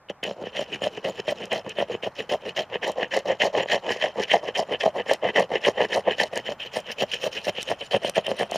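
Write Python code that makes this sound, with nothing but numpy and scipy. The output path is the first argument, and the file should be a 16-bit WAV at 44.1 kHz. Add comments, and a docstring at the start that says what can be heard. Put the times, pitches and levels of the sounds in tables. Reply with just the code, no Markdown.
"""Knife scraping a split stick

A steel knife spine scrapes down and up a split stick that stands on a stump, outdoors.
The edge sticks and slips on the grain: coarse slips bend the stick, fine ones rasp in its upper modes,
torn fibres fizz and set the blade ringing. Snags knock the stick and splinters crack off.
Stump and forest floor return a dull tail; wind rushes faintly in far trees under slight microphone hiss."""
import sys
import numpy as np
from scipy import signal
from scipy.io import wavfile
from scipy.ndimage import uniform_filter1d

SR = 44100
rng = np.random.default_rng(int(sys.argv[2]) if len(sys.argv) > 2 else 0)


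def wrap_up_sound(samples):
    """Save the sound to the file named by the first command line argument, as 16-bit audio."""
    columns = np.atleast_2d(samples).T
    # keep every value between -1 and 1, then stretch to whole-number steps
    tamed = np.clip(columns, -1, 1)
    steps = np.round(tamed * 32767).astype(np.int16)
    wavfile.write(sys.argv[1], SR, steps)


N = 377937


def amp(db):
    """Amplitude factor of a level in dB."""
    return 10 ** (np.asarray(db) / 20)


def evened(x):
    """Scales to unit RMS."""
    return x / np.sqrt(np.mean(x ** 2) + 1e-20)


def read(points, hz):
    """Reads a spectrum given as (Hz, dB) points, straight over log frequency."""
    f, value = np.transpose(points)
    return np.interp(np.log(hz + 1), np.log(f + 1), value)


def colour(x, points):
    """Minimum-phase filter with the given relative dB spectrum; white input keeps its power."""
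    bins_hz = abs(np.fft.fftfreq(4096, 1 / SR))
    log_gain = np.log(amp(read(points, bins_hz)))
    taps = np.fft.ifft(np.exp(np.conj(signal.hilbert(log_gain)))).real[:2048]
    return signal.oaconvolve(x, taps / np.linalg.norm(taps))[:N]


def resonate(x, hz, width_hz):
    """Shifts hz down to zero, smooths, shifts back; white input keeps its power."""
    turn = np.exp(2j * np.pi * np.cumsum(hz * np.ones(N)) / SR)
    r = np.exp(-np.pi * width_hz / SR)
    smoothed = signal.lfilter([1], [1, -r], x / turn)
    return np.sqrt(2 * (1 - r * r)) * (turn * smoothed).real


def modes(x, table, slide=1):
    """Sum of resonances with alternating sign, their pitches multiplied by slide."""
    total = np.zeros(N)
    for k, (hz, width_hz, db) in enumerate(table):
        total += (-1) ** k * amp(db) * resonate(x, hz * slide, width_hz)
    return total


def slips(per_s, spread_db):
    """Random clicks of either sign, a few of them large, at unit RMS."""
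    struck = rng.random(N) < per_s / SR
    size = np.minimum(rng.exponential(1, N), 3)
    sign = rng.choice([-1., 1.], N)
    return evened(struck * sign * amp(spread_db * size))


def chatter(ms, depth_db):
    """Gain that wavers at random over a few milliseconds, as edge pressure does; depth is RMS."""
    size = max(round(ms * SR / 1000), 1)
    smooth = uniform_filter1d(uniform_filter1d(rng.standard_normal(N), size), size)
    return amp(depth_db * evened(smooth))


def swelled(t, s, db, roundness=0.15):
    """Joins level points as rounded swells rather than straight ramps in dB."""
    return np.interp(t, s, amp(db) ** roundness) ** (1 / roundness)


# Microphone hiss spectrum. Each row: frequency in Hz, relative density in dB per Hz.
HISS_SPECTRUM = [(30, -2), (300, 1.5), (800, -9), (1500, -12), (3000, 0), (5000, 4), (12000, -8),
                 (15500, -12)]
HISS_DB = -75


def microphone_hiss():
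    """Steady coloured noise."""
    return amp(HISS_DB) * evened(colour(rng.standard_normal(N), HISS_SPECTRUM))


# Wind spectrum. Each row: frequency in Hz, relative density in dB per Hz.
WIND_SPECTRUM = [(18, -19), (30, -10.5), (141, 1.5), (311, -7.5), (721, 0), (844, 1.5), (1540, -6.5),
                 (1910, -8.5), (4190, -32), (13000, -41.5), (16000, -38)]
# Slow rise of the wind. Each row: time in seconds, level in dB re WIND_DB.
WIND_RISE = [(0, -5.5), (.6, 0), (8.57, 1)]
WIND_DB = -52.5


def wind():
    """Coloured noise as a far rush that rises a little and swells slowly."""
    swell = evened(uniform_filter1d(uniform_filter1d(rng.standard_normal(N), size=9000), size=9000))
    rise_db = np.interp(np.arange(N) / SR, *np.transpose(WIND_RISE))
    rush = evened(colour(rng.standard_normal(N), WIND_SPECTRUM))
    return amp(WIND_DB + rise_db + 0.3 * swell) * rush


def ground(x):
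    """Stump, log and forest floor scatter a short dull tail back: decaying noise as impulse response."""
    t = np.arange(round(.3 * SR)) / SR
    tail = rng.standard_normal(len(t)) * amp(-60 * t / 0.19) * (t > .003)
    scattered = signal.oaconvolve(x, tail / np.linalg.norm(tail))
    return colour(scattered, [(100, 9.5), (1000, -6), (4000, -1.5), (12000, -3)])


# Splinters snapping off. Each row: time in seconds, relative level in dB.
SPLINTERS = [(0.0985, -47), (0.238, -28.5), (0.6086, -39), (1.4553, -37), (1.5293, -33), (1.6941, -36),
             (2.877, -34), (2.918, -37.5), (3.167, -32), (3.19, -35), (3.4434, -32), (4.8185, -46),
             (5.135, -25), (5.397, -30), (5.518, -46), (5.961, -33), (6.265, -47), (6.2777, -48),
             (6.3573, -33), (6.375, -26), (6.773, -44), (6.8024, -40), (7.142, -29.5), (7.62, -34),
             (7.6289, -25), (8.048, -37), (8.0963, -25.5), (8.2662, -32), (8.513, -29.5), (8.559, -29)]


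def splinters():
    """Each snap is a wide noise crack that decays 60 dB in 12 ms."""
    t, out = np.arange(500) / SR, np.zeros(N + 500)
    for s, db in SPLINTERS:
        crack = amp(db + 3.0 - 60 * t / 0.012) * rng.standard_normal(len(t))
        out[round(s * SR):][:len(t)] += crack
    return colour(out[:N], [(1200, -4), (3000, 2.5), (6000, 4.5), (9500, -2.5), (12500, -11.5), (15200, -32)])


# Slow drift of the treble. Each row: time in seconds, relative level of the highest fizz in dB,
# relative level of the blade ring in dB.
TREBLE_DRIFT = [(0, -17.5, -40), (.8, 4, -25), (1.5, 0.5, -30), (2.2, 0, -25), (3.4, -20, -34),
                (4.4, -1.5, -42), (6, 3.5, -34), (6.6, -1, -21), (7.8, 6, -27), (8.57, 7, -31)]


def treble(t, bite):
    """Gains of the highest fizz and the blade ring: slow drift, duller at low bending pitch."""
    drift_s, top_db, ring_db = np.transpose(TREBLE_DRIFT)
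    top = amp(np.interp(t, drift_s, top_db) + 5.7 * bite)
    ring = amp(np.interp(t, drift_s, ring_db) + 4.0 * bite)
    return top, ring


BLADE_HZ, BLADE_WIDTH_HZ = 14530, 80


def blade(tear, ring):
    """Tearing fibres set one narrow mode of the steel ringing."""
    return resonate(tear * ring * chatter(10.0, 3.0), BLADE_HZ, BLADE_WIDTH_HZ)


# Colour of tearing fibres. Each row: frequency in Hz, relative level in dB.
FIBRES = [(2500, -23), (3700, -5), (6900, 5.5), (7800, 0), (12000, -37.5), (14300, -56), (15200, -79.5)]
# Small modes of shavings and blade. Each row: frequency in Hz, width in Hz, relative level in dB.
SHAVINGS = [(4056, 270, -19.5), (4340, 740, -15.5), (5280, 370, -13.5), (5600, 170, -22.5),
            (6470, 220, -19.5), (6960, 180, -15.5), (8680, 290, -26.5), (9380, 240, -24.5),
            (9800, 250, -45), (11650, 200, -42), (12900, 530, -54)]


def fizz(tear, top):
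    """Finest slips tear fibres and stir small modes, each with its own chatter."""
    out = amp(-6.0) * colour(tear, FIBRES)
    for hz, width_hz, db in SHAVINGS:
        drift = top if hz > 8000 else 1
        out += amp(db) * resonate(tear * drift * chatter(11.0, 7.73), hz, width_hz)
    return colour(out, [(2500, -3), (3800, 5.5), (14000, -5.0), (15200, -13)])


# Lower rasp modes of the stick. Each row: frequency in Hz at bending pitch MIDDLE_HZ, width in Hz,
# relative level in dB.
LOWER_RASP = [(1792, 215, -6), (2040, 262, -6.5)]
# Upper rasp modes, in the same columns.
UPPER_RASP = [(2607, 290, -4.5), (2908, 238, -1.5), (3109, 144, -1.5)]
MIDDLE_HZ = 569
SLIDE = 0.086  # exponent: share of the bending pitch's movement that the rasp modes follow


def rasp(fine, lower, bend_hz):
    """Fine slips ring the upper modes of the stick, which slide a little with the bending pitch."""
    slide = (bend_hz / MIDDLE_HZ) ** SLIDE
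    out = modes(fine * lower * chatter(3.8, 1.6), LOWER_RASP, slide)
    out += modes(fine * chatter(19.0, 2.07), UPPER_RASP, slide)
    return colour(out, [(700, -4.5), (1350, -0.5), (1700, 4.0), (3200, 1), (3600, 3.5), (8000, -22.5)])


# Stump modes. Each row: frequency in Hz, width in Hz, relative level in dB.
STUMP = [(98, 53, -19), (203.6, 34, -15.5)]
# Flanks of the bending mode, in the same columns.
FLANKS = [(411, 263, -9.5), (618, 82, -16.5)]
# Modes of the flat face, in the same columns.
FACE = [(897, 970, -35), (936, 540, -29)]
BENDING_WIDTH_HZ = 121


def judder(push, bend_hz, stump, face, flanks):
    """Coarse slips bend the stick in a gliding mode and shake its flanks, the stump and the flat face."""
    out = resonate(push, bend_hz, BENDING_WIDTH_HZ) - modes(push * flanks, FLANKS)
    out += modes(push * stump, STUMP) + modes(push * face, FACE)
    return colour(out, [(30, -39.0), (100, -0.5), (300, 5.5), (1100, 3.0), (1500, -3.5), (5000, -50.0)])


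# Edge catching on a ridge. Each row: time in seconds, relative impulse level in dB.
SNAGS = [(0.1, -18.5), (0.2958, -20), (0.3103, -14), (0.4382, -16), (0.4699, -14.5), (0.5939, -10.5),
         (0.7605, -18.5), (0.8191, -11), (0.8334, -13), (0.858, -21), (0.8695, -8.5), (0.98, -18),
         (1.196, -14), (1.2798, -9.5), (1.3242, -13.5), (1.5183, -10.5), (1.5255, -21), (1.5407, -15),
         (1.5869, -39), (1.664, -15), (1.7852, -8.5), (1.8251, -10), (1.9498, -10.5), (2.0339, -14.5),
         (2.1945, -27), (2.3529, -22), (2.5844, -11), (2.756, -9), (3.3065, -13), (3.4117, -18.5),
         (3.5509, -8.5), (3.5831, -10), (3.6584, -15), (3.7535, -12), (3.9056, -6.5), (3.9617, -16.5),
         (4.3666, -7), (4.487, -12), (4.8101, -28), (4.8649, -31), (4.9966, -12), (5.0094, -17),
         (5.518, -9), (5.8051, -13.5), (5.8205, -5), (6.2019, -8.5), (6.3296, -17.5), (6.3743, -11),
         (6.4897, -11.5), (6.5207, -15), (6.9003, -28), (7.036, -12), (7.239, -11.5), (7.2787, -18),
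         (7.368, -29), (7.469, -10), (7.4805, -10.5), (7.5845, -14.5), (7.7022, -13), (7.7147, -5.5),
         (7.8172, -22), (7.8242, -19.5), (7.9337, -9.5), (7.9462, -2.5), (8.047, -6), (8.0953, -15.5),
         (8.1679, -9.5), (8.1787, -6.5), (8.2807, -10.5), (8.3148, -6.5), (8.3989, -10), (8.4111, -12),
         (8.4308, -8), (8.5194, -11.5), (8.5575, -8)]


def snags():
    """Each catch knocks the stick with one impulse."""
    at_s, db = np.transpose(SNAGS)
    out = np.zeros(N)
    out[np.round(at_s * SR).astype(int)] = amp(db)
    return out


# Stick turned to its flat face. Columns: middle of the turn there in seconds, middle of the turn back
# in seconds, time each turn takes in seconds.
TURNED = (2.69, 6.42, 0.05)
# Mode gains on the narrow edge. Columns: stump in dB, flat face in dB, lower rasp in dB,
# flanks of the bending mode in dB, all relative.
ON_EDGE = (1, 8, -1, -1)
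# Mode gains on the flat face, in the same columns.
ON_FACE = (-4, 26, 3.5, 0.2)


def stick_side(t):
    """Gains of stump, flat face, lower rasp and flanks as the stick is turned."""
    from_s, to_s, turn_s = TURNED
    turned = np.clip(np.minimum(t - from_s, to_s - t) / turn_s + .5, 0, 1)
    return [amp(edge + (flat - edge) * turned) for edge, flat in zip(ON_EDGE, ON_FACE)]


# Level where contact begins and ends, re the stroke. Columns: judder in dB, rasp in dB, fizz in dB.
EDGE_DB = [-30.5, -30, -31.5]


def strokes(rows, glide_hz, fizz_grow_db):
    """Judder, rasp and fizz rise, hold and fall under each stroke; also the points of the bending pitch."""
    t, levels, pitch = np.arange(N) / SR, np.zeros((3, N)), []
    for start, length, rise, fall, judder_db, rasp_db, fizz_db, hz, *grow_db in rows:
        s = start + np.array([0, rise, max(length - fall, rise), length])
        part = slice(round(s[0] * SR), round(s[-1] * SR))
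        stroke_db, grows_db = (judder_db, rasp_db, fizz_db), (*grow_db, fizz_grow_db)
        for level, db, grow, edge in zip(levels, stroke_db, grows_db, EDGE_DB):
            level[part] += swelled(t[part], s, db + np.array([edge, -grow / 2, grow / 2, edge]))
        pitch += [(s[1], hz - glide_hz / 2), (s[2], hz + glide_hz / 2)]
    return levels, pitch


# Strokes down the stick. Each row: start in seconds, length in seconds, rise in seconds, fall in seconds,
# judder in dB, rasp in dB, fizz in dB (all relative), middle bending pitch in Hz,
# growth of judder in dB and of rasp in dB over the full contact.
DOWN = [(0.225, 0.12, 0.005, 0.045, -30, -35.5, -46, 546, -1, -28),
        (0.516, 0.15, 0.052, 0.051, -27.5, -30.5, -43, 593, 1, -8.5),
        (0.801, 0.099, 0.021, 0.024, -28, -32, -41, 584, 1, -11.5),
        (1.015, 0.12, 0.035, 0.047, -24.5, -31.5, -42.5, 555, 5, -10),
        (1.239, 0.1, 0.052, 0.019, -25, -30.5, -40, 596, 3, -15),
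        (1.495, 0.13, 0.026, 0.055, -22.5, -26, -40, 598, -2, -10),
        (1.738, 0.13, 0.046, 0.051, -24.5, -29, -45.5, 590, 8.5, -5),
        (2.02, 0.079, 0.0053, 0.023, -29, -34, -47, 566.0, 12, -10),
        (2.288, 0.093, 0.0077, 0.043, -22, -28.5, -38, 590, 12, -9),
        (2.547, 0.11, 0.017, 0.059, -26.5, -26.5, -38, 620, 6, -3),
        (2.811, 0.138, 0.016, 0.057, -24.5, -30.5, -40, 551.0, -1.5, -16),
        (3.104, 0.13, 0.013, 0.066, -25.5, -28, -37.5, 523, 13.5, -6),
        (3.386, 0.13, 0.022, 0.063, -23, -25.5, -34.5, 590, 10, -11),
        (3.663, 0.14, 0.049, 0.06, -18.5, -23, -32, 610, 4.5, -8.5),
        (3.961, 0.17, 0.059, 0.079, -25.5, -27, -41, 624, 9, -5),
        (4.268, 0.14, 0.045, 0.062, -23, -23, -34, 640, 17.5, -10),
        (4.536, 0.12, 0.019, 0.054, -24, -30.5, -40.5, 618.0, 12, -11.5),
        (4.789, 0.13, 0.017, 0.062, -24, -29, -39.5, 627, 15.5, -13),
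        (5.052, 0.12, 0.044, 0.057, -21, -23.5, -34.5, 560, 6, -9),
        (5.332, 0.13, 0.03, 0.054, -17.5, -24.5, -36.5, 542, 7, -7.5),
        (5.605, 0.12, 0.045, 0.039, -19, -24.5, -34, 572.0, 14.5, -11),
        (5.871, 0.16, 0.062, 0.061, -21.5, -29, -37, 547, 12, -12.5),
        (6.164, 0.12, 0.03, 0.066, -22.5, -22, -32, 577, 16, -8.5),
        (6.423, 0.14, 0.045, 0.042, -30.5, -34, -47, 563, 2.5, -12),
        (6.712, 0.12, 0.02, 0.062, -32.5, -28, -37.5, 586, 20.5, 0),
        (6.958, 0.1, 0.038, 0.027, -25, -28.5, -37.5, 570, 15, 1),
        (7.186, 0.118, 0.035, 0.036, -30, -31, -37, 570, 18, -1),
        (7.421, 0.09, 0.034, 0.015, -29, -28, -38.5, 603, 22, -1),
        (7.651, 0.1, 0.029, 0.029, -25, -28, -38.5, 570.0, 18, 0.5),
        (7.904, 0.082, 0.0071, 0.021, -21.5, -26, -39.5, 570, 12, -1),
        (8.134, 0.084, 0.024, 0.038, -24.5, -23, -35, 600, 25.5, -1),
        (8.35, 0.12, 0.044, 0.056, -22, -25, -35.5, 580, 16.5, -2)]
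# Return strokes up the stick, in the same columns.
UP = [(0.081, 0.046, 0.019, 0.065, -29, -31, -52, 550, 8.5, -11),
      (0.323, 0.21, 0.076, 0.063, -34.5, -45.5, -59, 500, -5.5, 30),
      (0.64, 0.17, 0.066, 0.068, -33.5, -34, -49, 400, 5, 10),
      (0.854, 0.169, 0.059, 0.042, -39.5, -45.5, -54, 436.0, 12, 22),
      (1.076, 0.16, 0.056, 0.036, -40.5, -40.5, -53.5, 487, 13, 19),
      (1.321, 0.19, 0.033, 0.089, -37, -44.5, -52.5, 495, 14.5, 25),
      (1.636, 0.11, 0.024, 0.03, -36.5, -37.5, -56, 474, -10, 8),
      (1.865, 0.12, 0.034, 0.042, -29.5, -35.5, -49.5, 454, 4, 9),
      (2.147, 0.12, 0.0087, 0.064, -36, -36.5, -49, 510, 24, 11),
      (2.394, 0.14, 0.076, 0.042, -29, -33.5, -47, 470, -8, 2),
      (2.68, 0.11, 0.023, 0.037, -33.5, -39, -59.5, 520, 9, 17),
      (2.947, 0.14, 0.023, 0.057, -25, -34.5, -51, 525, 3.5, 20),
      (3.245, 0.13, 0.013, 0.062, -22, -35, -44, 562, 5.5, 20.5),
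      (3.52, 0.15, 0.021, 0.069, -19, -31.5, -40, 540, 1.5, 15),
      (3.805, 0.21, 0.064, 0.093, -24.5, -30.5, -40, 480, -10, 10),
      (4.127, 0.14, 0.056, 0.031, -27, -31, -41.5, 482, -12, 10),
      (4.39, 0.14, 0.048, 0.042, -26.5, -38, -49, 532.0, 5, 20),
      (4.655, 0.13, 0.031, 0.045, -25.5, -37, -51.5, 495, 6.5, 19),
      (4.924, 0.11, 0.033, 0.029, -24.5, -36, -48.5, 530, 3, 13.5),
      (5.206, 0.12, 0.038, 0.029, -21, -28.5, -48, 497.0, -4, 7.5),
      (5.49, 0.12, 0.022, 0.049, -22.5, -30.5, -46.5, 480, 2, 16),
      (5.722, 0.16, 0.077, 0.034, -21, -29.5, -41.5, 490, -3, -3),
      (6.036, 0.127, 0.043, 0.04, -23.5, -30, -48, 497, -12, 4),
      (6.3, 0.13, 0.035, 0.056, -28.5, -31, -45, 532.0, 2, 8),
      (6.58, 0.14, 0.023, 0.061, -42.5, -32, -51, 538.0, 5, 0),
      (6.824, 0.13, 0.09, 0.042, -32, -28, -42, 542, -8, -7),
      (7.062, 0.151, 0.056, 0.075, -37.5, -28, -38, 530, 12, 8.5),
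      (7.305, 0.14, 0.012, 0.075, -41, -33.5, -44.5, 506, 14, 14),
      (7.501, 0.17, 0.084, 0.051, -43.5, -33, -43, 490, -15, -11),
      (7.741, 0.16, 0.083, 0.051, -46.5, -36.5, -48, 490, -17, -10),
      (7.986, 0.14, 0.052, 0.043, -31, -31, -42.5, 590, -4, -4),
      (8.216, 0.16, 0.046, 0.056, -31.5, -34, -48, 574, 12, -11),
      (8.469, 0.16, 0.057, 0.047, -34.5, -34.5, -44, 654, -13, -4)]
# Shared by all strokes down. Columns: pitch glide in Hz, growth of the fizz in dB.
DOWN_SHAPE = (36, 1)
# Shared by all strokes up, in the same columns.
UP_SHAPE = (-68, 7.8)
# Whisper of the edge resting on the wood. Columns: start in seconds, relative rasp in dB,
# relative fizz in dB.
RESTING = (.23, -64.5, -70)


def contact(t):
    """Judder, rasp and fizz levels of all strokes over the resting whisper, and the bending pitch."""
    down, down_hz = strokes(DOWN, *DOWN_SHAPE)
    up, up_hz = strokes(UP, *UP_SHAPE)
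    judder_level, rasp_level, fizz_level = down + up
    from_s, rest_rasp_db, rest_fizz_db = RESTING
    rasp_level = rasp_level + amp(rest_rasp_db) * (t > from_s)
    fizz_level = fizz_level + amp(rest_fizz_db) * (t > from_s)
    bend_hz = np.interp(t, *np.transpose(sorted(down_hz + up_hz)))
    return judder_level, rasp_level, fizz_level, bend_hz


FULL_JUDDER_DB = -24.5
THINNING = 0.21  # dB that the lower rasp loses for each dB of judder below FULL_JUDDER_DB


def scrape():
    """Coarse, fine and finest slips under the strokes, each ringing its part of stick and blade."""
    t = np.arange(N) / SR
    judder_level, rasp_level, fizz_level, bend_hz = contact(t)
    stump, face, lower, flanks = stick_side(t)
    lower = lower * (judder_level / amp(FULL_JUDDER_DB)) ** THINNING
    # a low bending pitch marks the return stroke: it thuds in the stump and tears more dully
    bite = np.clip((bend_hz - 545) / 100, -1.2, .6)
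    stump = stump * amp(-4.0 * bite)
    top, ring = treble(t, bite)

    pressure, coarse, snag = chatter(3.34, 2.84), slips(700, 2.86), snags()
    push = judder_level * evened(coarse * pressure + 0.26 * slips(3000, 4.7)) + amp(13.0) * snag
    fine = rasp_level * evened(slips(3000, 3.2) * pressure + 0.29 * coarse) + amp(1.0) * snag
    tear = fizz_level * evened(slips(9000, 5.2) * pressure + 0.072 * coarse)

    out = amp(-13.5) * judder(push, bend_hz, stump, face, flanks)
    out += amp(-10.0) * rasp(fine, lower, bend_hz)
    out += amp(-7.0) * fizz(tear, top)
    return out + blade(tear, ring)


def scene():
    """Both channels carry the same sound; only the faint hiss enters with opposite sign."""
    knife = amp(-2.32) * (scrape() + splinters())
    mid = knife + amp(-23.5) * ground(knife) + wind()
    hiss = microphone_hiss()
    return np.array([mid + hiss, mid - hiss])


BAND_LIMIT_HZ = 15900


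def record(dry):
    """The microphone fades at the very top; then a steep low-pass limits the band."""
    response = [(30, 0), (14700, 0), (15700, -22), (22000, -22)]
    faded = np.array([colour(channel, response) for channel in dry])
    low_pass = signal.firwin(511, BAND_LIMIT_HZ, window=("kaiser", 9), fs=SR)
    return signal.oaconvolve(faded, low_pass[None], "same")


dry = scene()
out = record(dry)
wrap_up_sound(out)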